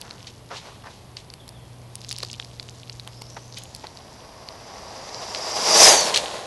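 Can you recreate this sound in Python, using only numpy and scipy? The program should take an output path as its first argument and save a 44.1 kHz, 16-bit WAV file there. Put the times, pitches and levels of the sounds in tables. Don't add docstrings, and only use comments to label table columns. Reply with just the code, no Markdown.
import sys
import numpy as np
from scipy.fft import rfft, irfft, next_fast_len
from scipy.io import wavfile
from scipy.ndimage import map_coordinates

SR = 44100
rng = np.random.default_rng(int(sys.argv[2]) if len(sys.argv) > 2 else 0)


def store_pcm(level_fs):
    pcm = np.round(np.clip(level_fs, -1, 1) * 32767).astype(np.int16)
    wavfile.write(sys.argv[1], SR, np.atleast_2d(pcm).T)


N = 284886

# (per Hz, relative)
STREET_COLOUR = [(25, -24.5), (60, -12), (100, -9), (160, -13), (280, -17.5), (400, -19), (600, -19.5),
                 (1050, -23), (1400, -31), (2200, -31.5), (4500, -33.5), (7000, -41), (12000, -36),
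                 (16000, -52)]
# centre_s, half_length_s, rise_db (over idle)
ENGINE_SWELLS = [(1.89, 0.28, 8), (3.046, 0.48, 7.5)]
# centre_s, half_length_s, level_db
FLURRIES = [(.1, 0.22, -56), (2.21, 0.12, -50), (2.686, 0.46, -57), (3.745, 0.28, -56), (6.256, 0.13, -44)]
# start_s, level_db, t60_s (time to die away by 60 dB)
SCUFFS = [(.06, -46, 0.91), (0.517, -32, 0.23), (.665, -45, 0.54), (0.842, -41, 0.062), (0.865, -38, 0.17),
          (2.233, -27.5, 0.014), (3.074, -41.5, 0.1), (3.218, -31, 0.013), (3.369, -32, .06),
          (3.843, -35, 0.089), (6.16, -28, 0.083)]
# (per Hz, relative)
SOIL_COLOUR = [(150, -19), (450, -1), (900, 3), (1300, -2), (1800, -4), (2800, -12.5), (6000, -15),
               (11000, -48)]
# peak_s, level_db, rise_s, t60_s
CRUNCHES = [(.271, -39, .0016, 0.13), (0.571, -37.5, 0.02, 0.15), (.68, -49.5, 0.064, 0.78),
            (.909, -51, 0.011, 0.78), (1.169, -41.5, .0023, 0.22), (3.577, -35.5, 0.0073, .11),
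            (5.348, -30, .0006, 0.016), (6.145, -13.5, 0.0024, 0.04), (6.17, -18.5, 0.0056, 0.12)]
# start_s, level_db, pitch_hz, snap_db (relative to the tick)
TICKS = [(0.0136, -19.5, 4450, -7), (0.1079, -13.5, 4160, -36), (0.2275, -22.5, 5030, -22),
         (0.27, -23, 4700, -33), (1.1683, -15.5, 4670, -35), (1.3007, -20.5, 4660, -31),
         (1.3372, -18.5, 4500, -15), (1.478, -25.5, 3950, -10), (1.49, -21.5, 4940, -9),
         (1.9542, -23, 4680, 1), (2.0152, -22, 5060, -17), (2.046, -17, 4500, -29),
         (2.0898, -15.5, 6800, -12), (2.1113, -9.5, 3990, -14), (2.116, -12, 4900, -16),
         (2.1263, -10, 4600, -13), (2.1846, -12, 4820, -13), (2.2028, -15, 4300, -23),
         (2.228, -11, 4150, -15), (2.2317, -8, 4700, -19.5), (2.248, -19, 4600, -16),
         (2.3294, -13, 4870, -16), (2.398, -8.5, 3370, -43), (2.4466, -18, 4900, -20),
         (2.5965, -11, 4220, -25), (2.6272, -22, 4460, -15), (2.688, -19.5, 2940, -28),
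         (2.8956, -13, 4470, -27), (2.9971, -18, 4140, -20), (3.0743, -18.5, 3080, -11),
         (3.2185, -16.5, 4500, -13.5), (3.583, -26, 6500, 0), (3.6352, -24.5, 6540, -2.5),
         (3.748, -18.5, 4500, -10), (3.762, -26.5, 4970, -4), (3.8679, -17.5, 4160, -24),
         (3.9716, -20.5, 4550, -22), (4.4867, -15.5, 4500, -29), (5.091, -21, 4000, -38),
         (5.1443, -13, 4960, -34), (5.347, -6, 4100, -41), (5.3589, -14, 4000, -38),
         (6.007, -11.5, 4790, -1), (6.1594, 3, 4100, -18), (6.1735, 1.5, 4060, -12.5),
         (6.2579, -11, 3030, -29), (6.3797, -18, 3790, -23)]
# pitch_hz, width_hz, level_db
SHELL_RINGS = [(619.7, 32, -25), (823, 45, -43), (1083, 50, -30)]
# (per Hz, relative)
ROAR_COLOUR = [(59, -45), (100, -31), (190, -16), (290, -15), (450, -4.5), (620, -3.5), (850, -3),
               (1080, -7.5), (1350, -14.5), (2000, -16.5), (3500, -50)]
# (per Hz, relative)
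GRIT_COLOUR = [(900, -23.5), (1500, -5), (2000, 2.5), (3000, 2.5), (4200, 5), (6000, -2), (8000, -20),
               (12000, -78)]
# (per Hz, relative)
SPRAY_COLOUR = [(4500, -21), (6800, 4), (8000, -0.5), (11300, -4), (15800, -21.5)]

ENGINE_HZ, IDLE_DB, ENGINE_LEAVES_S, ENGINE_FADE_DB_PER_S = 60.3, -53, 3.66, 20
BIRD_S, ECHO_DELAY_S, BIRD_DB, ECHO_DB = 1.405, .15, -52.5, -6
BIRD_END_HZ, BIRD_HALF_FALL_HZ, BIRD_FALL_S = 3320, 170, .03
START_S, SPEED_UP_S, TOP_M_PER_S = 3.02, 1.4, 13
PASS_S, NEAREST_M = 5.845, .8
COAST_S, COAST_RAMP_S, COAST_DROP_DB, COAST_SAG_PER_S = 6.09, 0.024, 19, .12
MESH_HZ, UPPER_HZ, WHINE_DB = 4710, 5410, -6.5
LAUNCH_HZ, LAUNCH_RISE_HZ_PER_S = 4650, 3150
LAUNCH_PEAK_S, LAUNCH_END_S = 3.24, 3.92
LAUNCH_DB, LAUNCH_RISE_S, LAUNCH_T60_S, LAUNCH_RELEASE_S = -51.5, .1, 3.4, .18


def amp(db):
    return 10 ** (np.asarray(db) / 20)


def unit(x):
    return x / np.sqrt(np.mean(x ** 2) + 1e-20)


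def since(s):
    return np.arange(N) / SR - s


def bump(s, half_s, height):
    return height * np.exp(-(since(s) / half_s) ** 2 / 2)


def swell(t, rise, t60):
    attack = (np.minimum(t, 0) / rise) ** 2 / 2
    decay = np.log(1000) * np.maximum(t, 0) / t60
    return np.exp(-attack - decay)


def wobble(rate):
    knots = rng.standard_normal(int(N * rate / SR) + 4)
    return map_coordinates(knots, [np.arange(N) * rate / SR])


def filtered(x, response):
    m = next_fast_len(len(x) + 8192)
    hz = np.fft.rfftfreq(m, 1 / SR) + 1
    return irfft(rfft(x, m) * response(hz), m)[:len(x)]


def coloured(x, points):
    f, db = np.transpose(points)
    return unit(filtered(x, lambda hz: amp(np.interp(np.log(hz), np.log(f), db))))


def band(x, centre_hz, octaves):
    return unit(filtered(x, lambda hz: np.exp(-.5 * (np.log2(hz / centre_hz) / octaves) ** 2)))


def grains(rate, spread_db):
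    hit = rng.random(N) < rate / SR
    sign = rng.choice([-1, 1], N)
    size = amp(spread_db * np.clip(rng.standard_normal(N), -2, 2))
    return unit(hit * sign * size)


def fuzzy_tone(hz, width_hz):
    phase = 2 * np.pi * np.cumsum(hz) / SR
    return unit(wobble(width_hz) * np.cos(phase) + wobble(width_hz) * np.sin(phase))


def add(track, s, sound):
    part = track[max(round(s * SR), 0):][:len(sound)]
    part += sound[:len(part)]


def street():
    leaving = np.maximum(since(ENGINE_LEAVES_S), 0)
    engine_db = IDLE_DB + sum(bump(*row) for row in ENGINE_SWELLS) - ENGINE_FADE_DB_PER_S * leaving
    phase = 2 * np.pi * np.cumsum(ENGINE_HZ + 0.28 * wobble(3.9)) / SR
    flutter_db = 1.1 * wobble(8)
    tones = unit(np.sin(2 * phase) + amp(-13) * np.sin(phase))
    drone = amp(engine_db + flutter_db) * tones
    hush = amp(-47.5) * coloured(rng.standard_normal(N), STREET_COLOUR)
    return hush + drone


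def bird():
    def note(t, rise, t60):
        hz = BIRD_END_HZ + BIRD_HALF_FALL_HZ * (1 - np.tanh(t / BIRD_FALL_S))
        return swell(t, rise, t60) * fuzzy_tone(hz, width_hz=420)
    call = note(since(BIRD_S), rise=0.0088, t60=.35)
    echo = note(since(BIRD_S + ECHO_DELAY_S), rise=.025, t60=1.1)
    return amp(BIRD_DB) * (call + amp(ECHO_DB) * echo)


def rustle():
    level = amp(-67) + sum(bump(s, half_s, amp(db)) for s, half_s, db in FLURRIES)
    leaf_pitches_hz = [3200, 4620, 5670]
    leaves = unit(sum(band(grains(rate=18, spread_db=5.5), hz, octaves=0.35) for hz in leaf_pitches_hz))
    crinkle = amp(-1) * band(grains(rate=1500, spread_db=6), centre_hz=4600, octaves=.55)
    return level * (leaves + crinkle)


def scuffs():
    level = sum(amp(db) * swell(since(s), 0.035 * t60, t60) for s, db, t60 in SCUFFS)
    crumbs = grains(rate=2500, spread_db=4)
    return level * coloured(crumbs, SOIL_COLOUR)


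def crunches():
    level = sum(amp(db) * swell(since(s), rise, t60) for s, db, rise, t60 in CRUNCHES)
    return level * band(grains(rate=9700, spread_db=6), centre_hz=3630, octaves=0.68)


def ticks():
    out = np.zeros(N)
    t = np.arange(SR // 40) / SR
    for s, db, ring_hz, snap_db in TICKS:
        noise = rng.standard_normal((3, len(t)))
        ring = amp(-3 - 60 * t / 0.0037) * np.sin(2 * np.pi * ring_hz * t)
        crack = amp(-9 - 60 * t / 0.0023) * np.sin(2 * np.pi * 0.63 * ring_hz * t)
        crinkle = amp(-16.5 - 60 * t / 0.0089) * band(noise[0], centre_hz=3970, octaves=0.42)
        snap = amp(snap_db - 60 * t / 0.008) * band(noise[1], centre_hz=11100, octaves=0.86)
        knock = amp(-38 - 60 * t / .019) * band(noise[2], centre_hz=900, octaves=.9)
        onset = 1 - np.exp(-t / 0.00015)
        tick = amp(db + 1.5) * (ring + crack + crinkle + snap + knock) * onset
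        add(out, s, amp(-18.0) * tick)
        add(out, s + 0.00067 * rng.uniform(.6, 2.2), tick)
    return out


def pace():
    return np.tanh(np.maximum(since(START_S), 0) / SPEED_UP_S)


def heard_from_verge(sound, falloff, rear_db):
    road = np.cumsum(TOP_M_PER_S * pace()) / SR
    past = road - np.interp(0, since(PASS_S), road)
    distance = np.hypot(past, NEAREST_M)
    delay = distance / 343 * SR
    gain = (NEAREST_M / distance) ** falloff * amp(rear_db * past / distance)
    return map_coordinates(sound, [np.arange(N) - delay]) * gain


def draught():
    gust = swell(since(PASS_S + .025), rise=.02, t60=0.45)
    return amp(-39) * gust * band(rng.standard_normal(N), centre_hz=55, octaves=1.6)


def launch():
    hz = LAUNCH_HZ + LAUNCH_RISE_HZ_PER_S * np.maximum(since(START_S), 0)
    release = np.clip(-since(LAUNCH_END_S) / LAUNCH_RELEASE_S, 0, 1)
    level = swell(since(LAUNCH_PEAK_S), LAUNCH_RISE_S, LAUNCH_T60_S) * release
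    flutter = amp(LAUNCH_DB + 1.3 * wobble(25.33))
    return flutter * level * fuzzy_tone(hz + 190 * wobble(400), width_hz=750)


def gears():
    coasting = np.maximum(since(COAST_S), 0)
    sag = 1 - COAST_SAG_PER_S * coasting
    whine_db = WHINE_DB - COAST_DROP_DB * np.minimum(coasting / COAST_RAMP_S, 1)
    mesh_hz = MESH_HZ * (sag + bump(5.87, .035, height=.1))
    upper_hz = UPPER_HZ * (sag + bump(5.94, 0.09, height=0.18)) + 200 * wobble(300)
    mesh = amp(-5.5) * fuzzy_tone(mesh_hz, width_hz=560)
    upper = amp(-4.5) * fuzzy_tone(upper_hz, width_hz=1100)
    hiss = amp(-15) * band(rng.standard_normal(N), centre_hz=6460, octaves=0.18)
    level = np.sqrt(pace()) * amp(whine_db + 1.6 * wobble(60))
    return heard_from_verge(level * (mesh + upper + hiss), falloff=1.674, rear_db=-0.5)


def tyres():
    hop_db = 0.99 * wobble(45)
    contact = pace() * amp(hop_db)
    ring = sum(amp(db) * fuzzy_tone(np.full(N, hz), width) for hz, width, db in SHELL_RINGS)
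    roar = amp(-14.5) * coloured(grains(rate=4000, spread_db=3), ROAR_COLOUR) + ring
    grit = amp(-14.0) * coloured(grains(rate=3500, spread_db=2), GRIT_COLOUR)
    spray = amp(-14.0) * coloured(grains(rate=5000, spread_db=5.0), SPRAY_COLOUR)
    return (heard_from_verge(contact * roar, falloff=1.137, rear_db=0.24)
            + heard_from_verge(contact * grit, falloff=1.466, rear_db=0.5)
            + heard_from_verge(contact * spray, falloff=1.844, rear_db=1.6))


def scene():
    background = street() + bird()
    verge = rustle() + scuffs() + crunches() + ticks()
    truck = draught() + launch() + gears() + tyres()
    return (background + verge + truck)[None]


def record(dry):
    ceiling, hardness = .74, 6
    rounded = dry[0] / (1 + np.abs(dry[0] / ceiling) ** hardness) ** (1 / hardness)

    def treble(hz):
        return amp(np.interp(hz, [11500, 12200], [0, -20])) * (hz < 15900)
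    return filtered(rounded, treble)[None]


dry = scene()
out = record(dry)
store_pcm(out)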